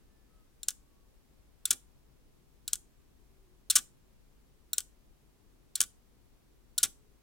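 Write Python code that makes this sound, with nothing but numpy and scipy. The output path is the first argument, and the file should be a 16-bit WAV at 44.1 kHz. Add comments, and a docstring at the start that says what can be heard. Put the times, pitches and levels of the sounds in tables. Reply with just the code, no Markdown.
"""A quiet room, where a three-by-three flip-disc display changes its pattern about once a second.
A coil pulse kicks each disc loose with a ringing rattle; some 50 ms later the disc snaps against
its stop and bounces. These impacts excite damped vibrations in the frame, the circuit board and
the table beneath. A close stereo microphone also hears faint reverberation, rumble, hiss and hum."""
import sys
import numpy as np
from scipy import signal
from scipy.fft import rfft, irfft, next_fast_len
from scipy.io import wavfile
from scipy.ndimage import map_coordinates

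SR = 44100
rng = np.random.default_rng(int(sys.argv[2]) if len(sys.argv) > 2 else 0)


def transcribe(signal):
    """Save signal, clipped to [-1, 1], as a 16-bit WAV file at the path in sys.argv[1]."""
    frames = np.atleast_2d(signal).T
    limited = np.clip(frames, -1, 1)
    pcm = np.round(limited * 32767).astype(np.int16)
    wavfile.write(sys.argv[1], SR, pcm)


N = 318402
AGE = np.arange(SR // 4) / SR  # time since a contact, s
KICK_STEP_S, LAND_STEP_S, SCATTER_S = .0013, .0015, .0004  # disc-to-disc spacing and its spread

# Pattern changes, with relative levels per disc: start_s, disc_count, chatter_db, ring_db,
# flight_s, last_disc_lag_s, rebound_s, snap_db, board_db
FLIPS = [(0.6313, 1, -12, -12.5, 0.054, 0, 0.021, -1.5, -4.5),
         (1.6534, 3, -2, -2, 0.054, 0.002, .0213, -1.5, 1.5),
         (2.6779, 1, -2.5, -4, 0.055, 0, 0.023, -1.5, -7.5),
         (3.6995, 9, 1, -6, 0.056, 0.00081, 0.022, -2, 3.5),
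         (4.7317, 1, -5.5, 0.5, .0507, 0, .0229, -1.5, -4),
         (5.7533, 3, -3, -6, 0.052, 0.0063, 0.023, -1.5, .5),
         (6.7790, 5, -3, -3.5, 0.052, 0.003, 0.017, -2, 2)]
def arrivals():
    """Time of flight sets when each disc meets its stop: rows of time_s, rebound_s, snap_db, board_db."""
    blows = []
    for start, discs, _, _, flight, lag, rebound, snap_db, board_db in FLIPS:
        times = in_turn(start + flight, discs, LAND_STEP_S)
        times[-1] += lag
        blows += [(s, rebound, snap_db, board_db) for s in times]
    return blows


def contacts(blows):
    """Inelastic collision: each disc strikes, springs off and falls back once with less energy."""
    for s, rebound, snap_db, board_db in blows:
        yield s, snap_db, board_db
        yield s + rebound, snap_db - 16.5, board_db - 11.5


# Spectrum of a disc striking its stop: frequency_hz, level_db
SNAP_SPECTRUM = [(200, -40.5), (900, -34), (2200, -27), (3100, -7), (3900, -12.5), (4500, -8.5),
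                 (6300, 0.5), (9400, 0), (11100, -2.5), (12000, -10.5), (15500, -13.5), (17000, -23)]
# Spectrum of the ringing frame: frequency_hz, level_db
FRAME_SPECTRUM = [(100, -25), (700, -29.5), (1400, -12), (2000, -25), (3300, 1), (4600, -5), (6000, 0.5),
                  (8200, 2.5), (10500, -6), (13000, -5), (15500, -9.5), (16500, -22.5)]
# Modes of the circuit board: pitch_hz, level_db, t60_s
BOARD_MODES = [(251, -19, 0.09), (795, -22, .13), (1400, -.5, .05), (1493, .5, .055), (1675, -4, .045),
               (1870, -6, 0.028), (2036, -3.5, 0.03), (1110, -11, .055), (1180, -9, .06), (3220, 2, .035),
               (3450, 4, .032), (5856, 2, .035), (2330, -4, 0.054), (2600, -4, 0.029), (2920, -1.5, .04),
               (3620, 2.5, .045), (3930, -1, 0.045), (5100, -3, .04), (7960, 5, 0.042), (8320, 5.5, .025),
               (11260, 2, 0.026)]
def landings(blows):
    """Impact excitation: a broadband snap sets disc, frame and board into free, damped vibration."""
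    out, snap = np.zeros((2, N)), impulse(SNAP_SPECTRUM)
    for s, db, board_db in contacts(blows):
        add(out, s, amp(db - 3.5) * snap)
        add(out, s + .0032, amp(db - 19) * snap)  # reflection from a nearby surface
        shiver = amp(-15.5) * body_noise(SNAP_SPECTRUM) * fade(.0081)
        frame = amp(-26.5) * body_noise(FRAME_SPECTRUM) * fade(.044)
        add(out, s, amp(db) * (shiver + frame) * rise(.00033))
        board = amp(-44) * ring(BOARD_MODES, detune=.007, scatter_db=1.5) * rise(.0008)
        add(out, s, amp(board_db) * (board + amp(-32.5) * flex(t60=.042)))
    return out


# Spectrum of the chattering pivots: frequency_hz, level_db
RATTLE_SPECTRUM = [(200, -25), (800, -33.5), (1500, -17), (2200, -25.5), (3000, -9), (3900, 2.5),
                   (4800, -5), (7500, 1), (9500, 2), (13500, -8.5), (15400, -3), (16400, -18)]
# Modes of a disc on its pivots: pitch_hz, level_db, t60_s
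DISC_MODES = [(1446, -19, 0.065), (3560, -3, .024), (3940, 2, .022), (4260, -0.5, .02), (5400, -11, 0.024),
              (5820, -8, 0.039), (7250, -3, .045), (7590, -8, .035), (7880, -6, .04), (8170, -7, .03),
              (9120, -1.5, 0.013), (9380, 2, 0.012), (9630, -2.5, 0.014), (11070, -7.5, 0.018),
              (11100, -5.5, 0.022), (13200, -10, .016), (14600, -4, .014), (15400, 3.5, .016)]
def kicks():
    """Impulsive forcing: the coil jerks each disc, which chatters, rings and shakes the board."""
    out = np.zeros((2, N))
    for start, discs, chatter_db, ring_db, *_ in FLIPS:
        for s in in_turn(start, discs, KICK_STEP_S):
            chatter = amp(chatter_db - 21.5) * body_noise(RATTLE_SPECTRUM) * fade(.021)
            tone = amp(ring_db - 27.5) * ring(DISC_MODES, detune=.0042, scatter_db=4)
            board = amp(chatter_db - 46) * flex(t60=.14)
            add(out, s, rise(.0007) * (chatter + tone + board))
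    return out


# Spectrum of the bending board: frequency_hz, level_db
FLEX_SPECTRUM = [(150, -15), (700, -23), (980, -19.5), (1180, -6.5), (1500, 0.5), (2000, -5.5), (3400, 1),
                 (4200, 0.5), (8000, -5.5), (15000, -13.5)]
def flex(t60):
    """Modal overlap: the struck board's dense bending modes merge into decaying noise."""
    return body_noise(FLEX_SPECTRUM) * fade(t60) * rise(.006)


def bearing_scrapes(blows):
    """Sliding friction: the fast-turning disc scrapes in its bearings just before it lands."""
    out, lead_s = np.zeros((2, N)), .004
    swell = AGE / lead_s * (AGE < lead_s)
    for s, _, db, _ in blows:
        add(out, s - lead_s, amp(db - 36.5) * swell * body_noise(FRAME_SPECTRUM))
    return out


def pivot_rubs():
    """Mechanical coupling: jostled by the first disc, the others rub and ring softly in mid-turn."""
    out, delay_s, scatter_s = np.zeros((2, N)), .02, .003
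    for start, discs, *_ in FLIPS:
        for s in in_turn(start + delay_s, discs, KICK_STEP_S)[1:]:
            rub = body_noise(FRAME_SPECTRUM) * fade(.021)
            tone = amp(-7.5) * ring(DISC_MODES, detune=.004, scatter_db=.5)
            brush = (rub + tone) * rise(.00087) + amp(1) * flex(t60=.044)
            add(out, s + scatter_s * rng.standard_normal(), amp(-47.5) * brush)
    return out


def table_thuds():
    """Structure-borne sound: when several discs land, the board's feet pass a thud into the table."""
    out = np.zeros((2, N))
    spectrum = [(30, -2), (80, 2), (170, -10), (250, -2), (600, -14), (1500, -42.5)]
    for start, discs, _, _, flight, *_ in FLIPS:
        if discs >= 3:
            thud = noise(spectrum, correlation=[(100, .21)], size=len(AGE))
            add(out, start + flight + .0029, amp(-49) * thud * fade(.22) * rise(.0089))
    return out


# Left-right likeness of the display's noise: frequency_hz, correlation
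BODY_CORRELATION = [(300, 0.4), (1300, 1), (3000, 1), (4500, .85), (7000, 0.98), (10000, 0.79), (15000, 1)]
def body_noise(spectrum):
    """Coherence: the display's vibration reaches both channels much alike, except in the bass."""
    return noise(spectrum, BODY_CORRELATION, size=len(AGE))


# Channel balance of the direct sound: frequency_hz, left_minus_right_db
BALANCE = [(1300, 1.3), (2400, -0.1), (4400, 0.1), (7500, 5), (10000, 0), (15000, 0.4)]
def direct_sound(x):
    """Level and arrival-time differences place the display slightly to the left."""
    sides, lead_s = np.array([[1], [-1]]), 14e-6
    gain = lambda hz: amp(sides * along(BALANCE, hz) / 2)
    return filtered(x, lambda hz: gain(hz) * np.exp(1j * np.pi * sides * hz * lead_s))


# Spectrum of the reverberation: frequency_hz, level_db
TAIL_SPECTRUM = [(150, -1), (700, -2), (2000, -2), (4500, -4), (6200, -4), (8500, -1), (10500, -4),
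                 (13000, 0), (15500, 0)]
# Reverberation time: frequency_hz, t60_s
TAIL_DECAY = [(200, .33), (800, .27), (2000, .24), (5000, .25), (8000, .25), (15000, .21)]
def reverberation(x):
    """Diffuse reflections build up and decay, with a new random tail per channel and half second."""
    out, block = np.zeros((2, N)), SR // 2
    for start in range(0, N, block):
        hz, t, bands = signal.stft(rng.standard_normal((2, block)), SR, nperseg=256)
        bands = bands * amp(along(TAIL_SPECTRUM, hz))[:, None] * fade(along(TAIL_DECAY, hz)[:, None], t)
        tail = signal.istft(bands, SR, nperseg=256)[1]
        tail *= rise(.014, np.arange(tail.shape[1]) / SR)
        tail /= np.linalg.norm(tail[0])
        add(out, start / SR, signal.fftconvolve(x[:, start:start + block], tail, axes=1))
    return out


# Spectrum of the room's background noise: frequency_hz, level_db
AIR_SPECTRUM = [(12, -33), (20, 2), (52, -2.5), (107, -14), (137, -7.5), (162, -16.5), (197, -12.5),
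                (397, -17), (586, -24.5), (1250, -29), (1390, -31), (15800, -38.5)]
# Left-right likeness of that noise: frequency_hz, correlation
AIR_CORRELATION = [(30, .25), (150, 0.18), (300, -0.037), (1000, .3), (3000, -0.008), (12000, 0.11)]
def air():
    """Ambient noise: a low rumble, slowly modulated in amplitude, lies under steady hiss."""
    drift = map_coordinates(rng.standard_normal(64), [np.arange(N) / SR * 4], mode="mirror")
    steady = noise(AIR_SPECTRUM, AIR_CORRELATION, size=N)
    rumble = lowpass(steady, 500)
    hiss = steady - rumble
    return amp(-63) * (hiss + rumble * amp(.8 * drift) * amp([[1.8], [-1.8]]))


# Faint background tones: start_s, end_s, first_pitch_hz, last_pitch_hz, level_db
WHISTLES = [(0, .32, 1760, 1740, -82), (.27, .47, 1300, 1275, -76), (.75, 1.15, 1130, 1105, -82),
            (3.2, 3.72, 385, 360, -72), (6.9, 7.22, 420, 415, -74)]
def hum_and_whistles():
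    """Pure tones: steady mains hum, and brief whistles that waver by random frequency modulation."""
    hum = amp(-73.5) * np.sin(2 * np.pi * 50 * np.arange(N) / SR)
    out = np.tile(hum, (2, 1))
    for start, end, first_hz, last_hz, db in WHISTLES:
        size = round((end - start) * SR)
        waver_hz = 14 * unit(lowpass(rng.standard_normal(size), 40))
        pitch_hz = np.linspace(first_hz, last_hz, size) + waver_hz
        swell = np.sqrt(np.hanning(size))
        add(out, start, amp(db) * swell * np.sin(2 * np.pi * np.cumsum(pitch_hz) / SR))
    return out


def in_turn(s, discs, step):
    """Timing jitter: the first disc acts at s, the others a slightly uneven step apart."""
    order = np.arange(discs)
    return s + step * order + SCATTER_S * rng.standard_normal(discs) * (order > 0)


def ring(modes, detune, scatter_db):
    """Modal superposition: damped sinusoids whose pitch and strength vary from blow to blow."""
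    hz, db, t60 = np.transpose(modes)[:, :, None]
    pitch, strength, phase = rng.standard_normal((3, len(modes), 1))
    waves = np.sin(2 * np.pi * (hz * (1 + detune * pitch) * AGE + phase))
    return np.sum(amp(db + scatter_db * strength) * fade(t60) * waves, axis=0)


def impulse(spectrum, size=2048):
    """Minimum phase gives the sharpest causal pulse with this spectrum, peak 1."""
    cepstrum = irfft(np.log(amp(along(spectrum, np.fft.rfftfreq(size, 1 / SR)))))
    cepstrum[1:size // 2] *= 2
    cepstrum[size // 2 + 1:] = 0
    pulse = irfft(np.exp(rfft(cepstrum)))
    return pulse / np.abs(pulse).max()


def noise(spectrum, correlation, size):
    """Coloured stereo noise of rms 1; the ratio of mid to side sets its correlation."""
    def response(hz):
        angle = np.arccos(np.clip(along(correlation, hz), -1, 1)) / 2
        return amp(along(spectrum, hz)) * [np.cos(angle), np.sin(angle)]
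    mid, side = filtered(rng.standard_normal((2, size)), response)
    return unit(np.array([mid + side, mid - side]))


def filtered(x, response):
    """Linear filtering: the spectrum of x times a frequency response."""
    n = x.shape[-1]
    padded = next_fast_len(n + 8192)
    return irfft(rfft(x, padded) * response(np.fft.rfftfreq(padded, 1 / SR)), padded)[..., :n]


def lowpass(x, corner_hz):
    """Second-order roll-off with zero phase."""
    return filtered(x, lambda hz: 1 / (1 + (hz / corner_hz) ** 2))


def along(points, hz):
    """Interpolation of (frequency_hz, value) points on a log axis."""
    frequencies, values = np.transpose(points)
    return np.interp(np.log(hz + 1), np.log(frequencies + 1), values)


def rise(tau_s, t=AGE):
    """Exponential approach to full amplitude."""
    return 1 - np.exp(-t / tau_s)


def fade(t60, t=AGE):
    """Exponential decay, 60 dB in t60 seconds."""
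    return np.exp(-np.log(1000) * t / t60)


def amp(db):
    """Decibels to gain."""
    return 10 ** (np.asarray(db) / 20)


def unit(x):
    """Normalisation to rms 1."""
    return x / np.sqrt(np.mean(x ** 2) + 1e-20)


def add(track, s, sound):
    """Superpose a sound on a stereo track at time s."""
    part = track[:, round(s * SR):][:, :sound.shape[-1]]
    part += sound[..., :part.shape[1]]


def scene():
    """Superposition of the display's direct and reverberant fields and the background."""
    blows = arrivals()
    display = kicks() + pivot_rubs() + bearing_scrapes(blows) + landings(blows) + table_thuds()
    return direct_sound(display) + amp(-23.5) * reverberation(display) + air() + hum_and_whistles()


def record(dry):
    """Soft saturation rounds the sharpest peaks; a steep low-pass limits the bandwidth."""
    ceiling, top_hz = .72, 16300
    rounded = dry / (1 + np.abs(dry / ceiling) ** 6) ** (1 / 6)
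    return filtered(rounded, lambda hz: 1 / np.sqrt(1 + (hz / top_hz) ** 160))


dry = scene()
out = record(dry)
transcribe(out)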